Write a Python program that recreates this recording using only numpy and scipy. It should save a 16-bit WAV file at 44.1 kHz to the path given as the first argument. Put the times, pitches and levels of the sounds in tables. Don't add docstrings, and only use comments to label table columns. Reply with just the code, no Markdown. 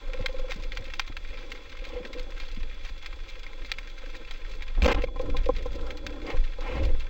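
import sys
import numpy as np
from scipy import signal
from scipy.fft import rfft, irfft, next_fast_len
from scipy.io import wavfile
from scipy.ndimage import uniform_filter1d

SR = 44100
rng = np.random.default_rng(int(sys.argv[2]) if len(sys.argv) > 2 else 0)


def magnitude_from_level(level_db):
    exponent = np.asarray(level_db, float) / 20
    return 10 ** exponent


def inscribe(sig):
    pcm = np.round(np.clip(np.atleast_2d(sig).T, -1, 1) * 32767)
    wavfile.write(sys.argv[1], SR, pcm.astype(np.int16))


N = 312669
T = np.arange(N) / SR

# frequency in Hz, gain in dB.
HOUSING_RESPONSE = [(300, -18.5), (900, -8.5), (1500, -4.5), (1750, -5.5), (2250, 0), (2700, -3),
                    (2950, -9), (3300, -4), (4000, -6.5), (4500, -8.5), (5100, -12), (5500, -17.5),
                    (5900, -14.5), (7600, -22.5)]


def rms_one(x):
    return x / np.sqrt(np.mean(x ** 2) + 1e-20)


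def in_time(rows):
    s, *columns = np.transpose(rows)
    return [np.interp(T, s, c) for c in columns]


def colour(x, points):
    hz, db = np.transpose(points)
    grid_hz = np.maximum(np.fft.rfftfreq(8192, 1 / SR), 1)
    log_gain = np.interp(np.log(grid_hz), np.log(hz), db) * np.log(10) / 20
    cepstrum = irfft(log_gain)
    cepstrum[1:4096] *= 2
    cepstrum[4097:] = 0
    impulse = irfft(np.exp(rfft(cepstrum)))
    return signal.fftconvolve(x, impulse)[:len(x)]


def cut(x, hz, kind, order=2):
    return signal.sosfilt(signal.butter(order, hz, kind, fs=SR, output="sos"), x)


def white():
    return rng.standard_normal(N)


def drift(rate_hz):
    count = int(N / SR * 100)
    return rms_one(np.interp(T * rate_hz * 2, np.arange(count), rng.standard_normal(count)))


def resonances(x, rows):
    out = 0
    for k, (hz, width_hz, db) in enumerate(rows):
        r = np.exp(-np.pi * width_hz / SR)
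        poles = [1, -2 * r * np.cos(2 * np.pi * hz / SR), r * r]
        out = out + (-1) ** k * magnitude_from_level(db) * signal.lfilter([1 - r, 0, r - 1], poles, x)
    return out


def add(out, s, grain):
    at = round(s * SR)
    out[at:at + len(grain)] += grain[:N - at]


def evened(x, seconds):
    power = uniform_filter1d(x * x, int(seconds * SR))
    return rms_one(x / np.sqrt(power + 0.038 * np.mean(x * x)))


def humps(rows, pointed=2.4):
    gain = 0
    for start_s, peak_s, end_s, db in rows:
        rise = np.interp(T, [start_s, peak_s, end_s], [0, 1, 0])
        gain = gain + magnitude_from_level(db) * np.sin(np.pi / 2 * rise) ** pointed
    return gain


def whine():
    # frequency in Hz, typical rms level in dB.
    tone_rows = [(3402, -63.5), (7617, -88.5)]
    out = 0
    for hz, db in tone_rows:
        out = out + magnitude_from_level(db + 0.53 * drift(7.2)) * np.sqrt(2) * np.sin(2 * np.pi * hz * T)
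    return out


def far_crackle(spread_db=6.5, hiss_db=0.0, patchy_db=1.0):
    # time in seconds, rms level in dB.
    reef_levels = [(0, -50), (3, -51), (4.95, -51), (5.1, -58.5), (5.3, -53), (7.09, -51.5)]
    typical_snaps_per_s, smear_s = 180, 0.0051
    bands_hz = [[700, 2540], [1740, 3600], [3100, 8400], [900, 3050]]
    sizes = magnitude_from_level(spread_db * np.minimum(rng.exponential(1, N), 2.5))
    rate_per_s = typical_snaps_per_s * magnitude_from_level(4.0 * drift(8))
    born = rng.random(N) < rate_per_s / SR
    dealt = rng.integers(0, 4, N)
    decay = np.exp(-1 / (smear_s * SR))
    bursts = 0
    for k, band_hz in enumerate(bands_hz):
        smear = signal.lfilter([1], [1, -decay], sizes * born * (dealt == k))
        crackle = rms_one(cut(smear * white(), band_hz, "band", order=1))
        bursts = bursts + crackle * np.sqrt(band_hz[1] - band_hz[0])
    hiss = magnitude_from_level(hiss_db + patchy_db * drift(4)) * white()
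    return magnitude_from_level(in_time(reef_levels)[0]) * rms_one(colour(rms_one(bursts) + hiss, HOUSING_RESPONSE))


def near_snaps(rows, ring_db=0.5, tail_db=-3.0, crack_s=0.0022, span=2.26, plain_db=0.5, echo_s=0.046):
    out, t = np.zeros(N), T[:4000]
    for (s, db, hz), noise in zip(rows, rng.standard_normal((len(rows), len(t)))):
        t60 = echo_s * np.exp(-0.062 * (db + 25))
        echoes = magnitude_from_level(tail_db - 60 * t / np.clip(t60, .01, .3))
        crack = noise * (np.exp(-t / crack_s) + echoes)
        crack = magnitude_from_level(plain_db) * crack + 2 * cut(crack, [hz / span, hz * span], "band", order=1)
        ring = magnitude_from_level(ring_db) * np.sin(2 * np.pi * hz * t) * np.exp(-t / 0.0029)
        grain = colour(crack + ring, HOUSING_RESPONSE)
        add(out, s, magnitude_from_level(db) * grain / np.abs(grain[:300]).max())
    return out


def swish():
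    # start, peak and end in seconds, rms level at the peak in dB.
    swish_rows = [(1.82, 1.92, 2.14, -51), (6.23, 6.3, 6.38, -39.5), (6.55, 6.72, 6.95, -40)]
    # frequency in Hz, gain in dB.
    flow_response = [(150, -23), (500, -15), (800, 1), (1100, -2), (1500, -13.5), (2200, -0.5),
                     (2900, -9.5), (4000, -20.5), (8000, -36)]
    flow = rms_one(colour(magnitude_from_level(2.0 * drift(25)) * white(), flow_response))
    return humps(swish_rows, pointed=1.97) * flow


def grip():
    # time in seconds, tremor level in dB, jolt level in dB.
    grip_levels = [(0.0, -55, -56), (0.06, -30.5, -52), (0.88, -33.5, -47), (1.07, -37.5, -52.5),
                   (2.54, -34, -57), (2.59, -29, -39.5), (2.7, -34.5, -53.5), (4.04, -37.5, -55.5),
                   (4.7, -28.5, -53), (4.8, -21, -45), (4.96, -25.5, -26.5), (5.11, -31, -42.5),
                   (5.26, -23, -32), (6.3, -38, -45.5), (6.37, -24.5, -44), (6.55, -37.5, -50.5),
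                   (6.87, -26.5, -26), (6.94, -17.5, -40), (7.09, -39, -51)]
    waver_db = 2.5
    tremor_db, jolt_db = in_time(grip_levels)
    tremor = cut(cut(white(), [15, 30], "band", order=1), 21.2, "low")
    jolts = cut(white(), [35., 70.], "band") + 0.32 * cut(white(), [90., 135.], "band")
    tremor_gain = magnitude_from_level(tremor_db + waver_db * drift(5))
    jolt_gain = magnitude_from_level(jolt_db + waver_db * drift(6.5))
    return tremor_gain * evened(tremor, 0.096) + jolt_gain * evened(jolts, 0.015)


def bumps(cycles=1.06):
    # start in seconds, relative level in dB, frequency in Hz.
    bump_rows = [(0.205, -31, 96), (0.56, -40.5, 174), (0.596, -39.5, 96), (0.801, -42, 92),
                 (1.099, -38, 106), (2.01, -42.5, 159), (2.572, -39, 202), (4.775, -34, 30),
                 (5.276, -44, 105.5), (6.342, -33, 91.48)]
    out, t = np.zeros(N), T[:6000]
    for (s, db, hz), noise in zip(bump_rows, rng.standard_normal((len(bump_rows), len(t)))):
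        grit = 1.33 * cut(noise, [120, 600], "band")
        thud = np.sin(2 * np.pi * hz * t) + grit
        add(out, s, magnitude_from_level(db + 8.5) * thud * np.exp(-t * hz / cycles))
    return out


def rubbing(lumpy_db=3.0):
    # time in seconds, friction level in dB, grit level in dB.
    rub_levels = [(0, -54, -57.5), (.5, -50.5, -58.5), (1.1, -59, -66.5), (1.45, -51.5, -60.5),
                  (1.8, -54, -62.5), (2.05, -44.5, -59.5), (2.4, -52, -60.5), (2.7, -58.5, -64.5),
                  (3.9, -56, -61.5), (4.1, -52.5, -63), (4.75, -58.5, -60), (5.0, -48, -59),
                  (5.14, -50.5, -72), (5.22, -42, -54.5), (5.6, -49.5, -63), (5.9, -43, -52),
                  (6.0, -52, -61.5), (6.1, -42, -53), (6.22, -47, -55), (6.3, -33, -49), (6.42, -51, -62),
                  (6.55, -55.5, -64), (6.65, -43.5, -45), (6.87, -32.5, -57.5), (7.0, -55, -59.5)]
    # frequency in Hz, width in Hz, gain in dB.
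    shell_resonances = [(245.6, 187, -10), (325, 160, -3), (499.7, 167.6, 3), (527.3, 85, 4.5)]
    # frequency in Hz, width in Hz, gain in dB.
    grit_resonances = [(832, 95, -7.5), (1004, 49, -2.5), (1383, 260, -8.5)]
    low_db, grit_db = in_time(rub_levels)
    low = resonances(magnitude_from_level(lumpy_db * drift(30)) * white(), shell_resonances)
    grit = resonances(magnitude_from_level(lumpy_db * drift(40)) * white(), grit_resonances)
    return magnitude_from_level(low_db) * rms_one(cut(low, 620, "low", order=4)) + magnitude_from_level(grit_db) * rms_one(grit)


def groan():
    # start, peak and end in seconds, rms level at the peak in dB.
    groan_rows = [(5.15, 5.3, 5.44, -49.5), (5.75, 6.2, 6.36, -48.5)]
    # frequency in Hz, width in Hz, gain in dB.
    groan_resonance = [(293.9, 51.02, 0)]
    friction = resonances(resonances(white(), groan_resonance), groan_resonance)
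    return humps(groan_rows) * rms_one(friction)


def all_knocks():
    # first tap in seconds, number of taps, relative level in dB,
    # extra gain of the first tap in dB.
    chatter_rows = [(0.095, 9, -29, -6), (0.685, 5, -39, -8)]
    # time in seconds, relative level in dB, t60 in seconds, hardness in dB.
    knock_rows = [(1.935, -33.5, 0.058, -24), (1.965, -27.5, 0.12, -29), (2.166, -34, 0.16, -23),
                  (4.038, -34, 0.032, -27), (4.964, -39.5, 0.11, 9), (4.989, -36, 0.11, -7),
                  (5.041, -11.5, 0.02, -16.5), (5.085, -42, 0.039, 6), (5.162, -32, 0.051, 1),
                  (5.2, -19, 0.039, -10), (5.214, -27.5, 0.031, -22), (5.291, -26, 0.045, -15),
                  (5.347, -27.5, 0.059, -0.5), (5.466, -18.5, 0.027, -18), (5.494, -9.5, 0.034, -6),
                  (5.66, -22, 0.039, -8.5), (5.85, -36, 0.048, -10), (6.346, -27, 0.038, -9),
                  (6.589, -27.5, 0.033, -10.5)]
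    tap_gap_s, tap_hz, tap_t60_s, tap_hard_db, tap_spread_db = 0.05, 516.5, 0.053, -15.5, 0.5
    shell_hz, detune_share = 498.8, 0.011
    taps = []
    for s, count, db, first_db in chatter_rows:
        for k in range(round(count)):
            tap_db = db + first_db * (k == 0)
            taps.append((s + k * tap_gap_s, tap_db, tap_hz, tap_t60_s, tap_hard_db))
    taps = taps + rng.standard_normal((len(taps), 1)) * [0, tap_spread_db, 0, 0, 0]
    single = []
    for s, db, t60, hard_db in knock_rows:
        hz = shell_hz * (1 + detune_share * rng.standard_normal())
        single.append((s, db, hz, t60, hard_db))
    return np.vstack([taps, single])


def knocks(rise_s=0.0012, bend=1.48, tick_db=-14.5):
    # ratio to the main pitch, level in dB, share of the knock's t60.
    shell_modes = [(0.574, -6, 0.84), (1.603, -8.5, 0.95), (2.076, -2.5, 0.81), (2.6, -10.5, 0.32)]
    out, t = np.zeros(N), T[:9000]
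    rows = all_knocks()
    ticks = rng.standard_normal((len(rows), len(t))) * np.exp(-t / 0.0013)
    phases = rng.uniform(0, 2 * np.pi, (len(rows), 5))
    for (s, db, hz, t60, hard_db), phase, tick in zip(rows, phases, ticks):
        grain = np.sin(2 * np.pi * hz * t + phase[4]) * magnitude_from_level(-60 * (t / t60) ** bend)
        for (ratio, mode_db, share), p in zip(shell_modes, phase):
            mode_gain = magnitude_from_level(mode_db + hard_db - 60 * (t / (t60 * share)) ** bend)
            grain += mode_gain * np.sin(2 * np.pi * hz * ratio * t + p)
        add(out, s - .004, magnitude_from_level(db - 3.0) * grain * (1 - np.exp(-t / rise_s)) ** 2)
        add(out, s - .006, magnitude_from_level(db + tick_db) * colour(tick, HOUSING_RESPONSE))
    return out


def shot(around, swing_hz=63.4, swing_db=-8.0, swing_s=0.04):
    blast_rows = [(4.821, 4.846, 4.88, -27), (4.856, 4.87, 4.866, -12), (4.877, 4.887, 4.898, -11),
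                  (4.897, 4.91, 4.933, -15.5), (4.939, 4.946, 4.957, -21), (4.96, 4.966, 5.04, -39)]
    # frequency in Hz, gain in dB.
    rattle_response = [(100, -16), (250, -2), (480, 4), (650, -6.5), (850, -5), (1500, -11.5),
                       (2600, -10.5), (4000, -26.5), (8000, -58.5)]
    # start in seconds, peak level in dB, ring frequency in Hz.
    clash_rows = [(4.8208, -18, 2370), (4.8454, -16.5, 2550), (4.9468, -25, 2470), (5.0392, -25.5, 2100)]
    fire_s, stunned_s, recover_s = 4.8215, 0.131, 0.055
    stop_db, stop_gives = -24, 0.31
    steady_push = 0.12
    t = np.maximum(T - fire_s, 0)
    damped = (t > 0) * np.exp(-(t / swing_s) ** 4)
    swing = -magnitude_from_level(swing_db) * np.sin(2 * np.pi * swing_hz * t) * damped
    crossing = np.cos(2 * np.pi * swing_hz * t) ** 2 > .9
    release = signal.lfilter([1], [1, -.96], (t > 0) * (t < .036) * crossing)
    clank = 0.0045 * release * cut(white(), [1900., 3200.], "band", order=1)
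    bursts = humps(blast_rows, pointed=0.36)
    rattle = bursts * rms_one(colour(magnitude_from_level(3.0 * drift(45)) * white(), rattle_response))
    stunned = np.interp(T - fire_s, [-.008, 0, stunned_s, stunned_s + recover_s], [0, 1, 1, 0])
    push_times_s = [swing_s, swing_s + 0.01, stunned_s - .015, stunned_s]
    push = steady_push * np.interp(t, push_times_s, [0, 1, 1, 0])
    top = magnitude_from_level(stop_db * stunned) + stop_gives * bursts + 0.18 * magnitude_from_level(swing_db) * damped
    drive = (around * magnitude_from_level(-8.0 * damped) + swing + clank + push + rattle) / top
    stopped = top * drive / (1 + drive ** 4) ** .25
    clashes = near_snaps(clash_rows, echo_s=0.034, plain_db=-14.0)
    return cut(stopped + clashes, 15.7, "high", order=1)


def scene():
    # start in seconds, peak level in dB, ring frequency in Hz.
    snap_rows = [(0.134, -27, 1920), (0.2599, -14.5, 2100), (0.5093, -23.5, 2260), (0.5187, -21, 2080),
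                 (0.636, -33, 2550), (0.7202, -23, 1910), (0.772, -22, 2060), (0.901, -33, 1900),
                 (0.9369, -22.5, 2670), (0.9955, -13.5, 2400), (1.0775, -33, 2250), (1.1676, -23, 2200),
                 (1.5183, -24, 2270), (1.558, -35.5, 2290), (1.851, -29, 2430), (2.0505, -29.5, 2670),
                 (2.1306, -30.5, 2160), (2.1947, -30.5, 3270), (2.3999, -28, 2420), (2.631, -32, 1870),
                 (2.849, -33.5, 3300), (3.0603, -24.5, 4660), (3.4322, -31, 3270), (3.4652, -29, 1280),
                 (3.6473, -33.5, 2140), (3.717, -11, 2860), (3.7848, -25, 2230), (4.1513, -33, 1920),
                 (4.31, -27, 2160), (4.6221, -27.5, 2280), (5.02, -27.5, 2710), (5.195, -31, 2060),
                 (5.3685, -21.5, 3349), (5.3, -33, 2300), (5.4586, -31, 2500), (5.5844, -33.5, 3000),
                 (5.5646, -29.5, 3970), (5.906, -24.5, 2370), (5.9713, -34.5, 4600), (6.2178, -34, 2680),
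                 (6.266, -31.5, 4800), (6.302, -28, 2190), (6.0655, -20, 2650), (6.369, -33.5, 1460),
                 (7.005, -31.5, 2700)]
    around = whine() + far_crackle() + near_snaps(snap_rows) + swish()
    around = around + grip() + bumps() + rubbing() + groan() + knocks()
    return shot(around)[None]


def roll_off(x):
    return signal.sosfilt(signal.butter(12, 16660, fs=SR, output="sos"), x)


def record(dry):
    twin_lag_samples, twin_db, mirror_db = 166.25, -5.5, -1.5
    track = colour(dry[0], [(7700, -0.5), (8100, -8.5), (8900, -9.5), (9300, -26), (11000, -23.5)])
    mirror = cut(track * (-1.) ** np.arange(N), 15800, "low", order=24)
    size = next_fast_len(N + 512)
    late = np.exp(-2j * np.pi * np.fft.rfftfreq(size) * twin_lag_samples)
    twin = irfft(late * rfft(track + magnitude_from_level(mirror_db) * mirror, size), size)[:N]
    noise_floor = magnitude_from_level(-100) * white()
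    mix = (track + magnitude_from_level(twin_db) * twin + noise_floor)[None]
    return roll_off(mix)


dry = scene()
out = record(dry)
inscribe(out)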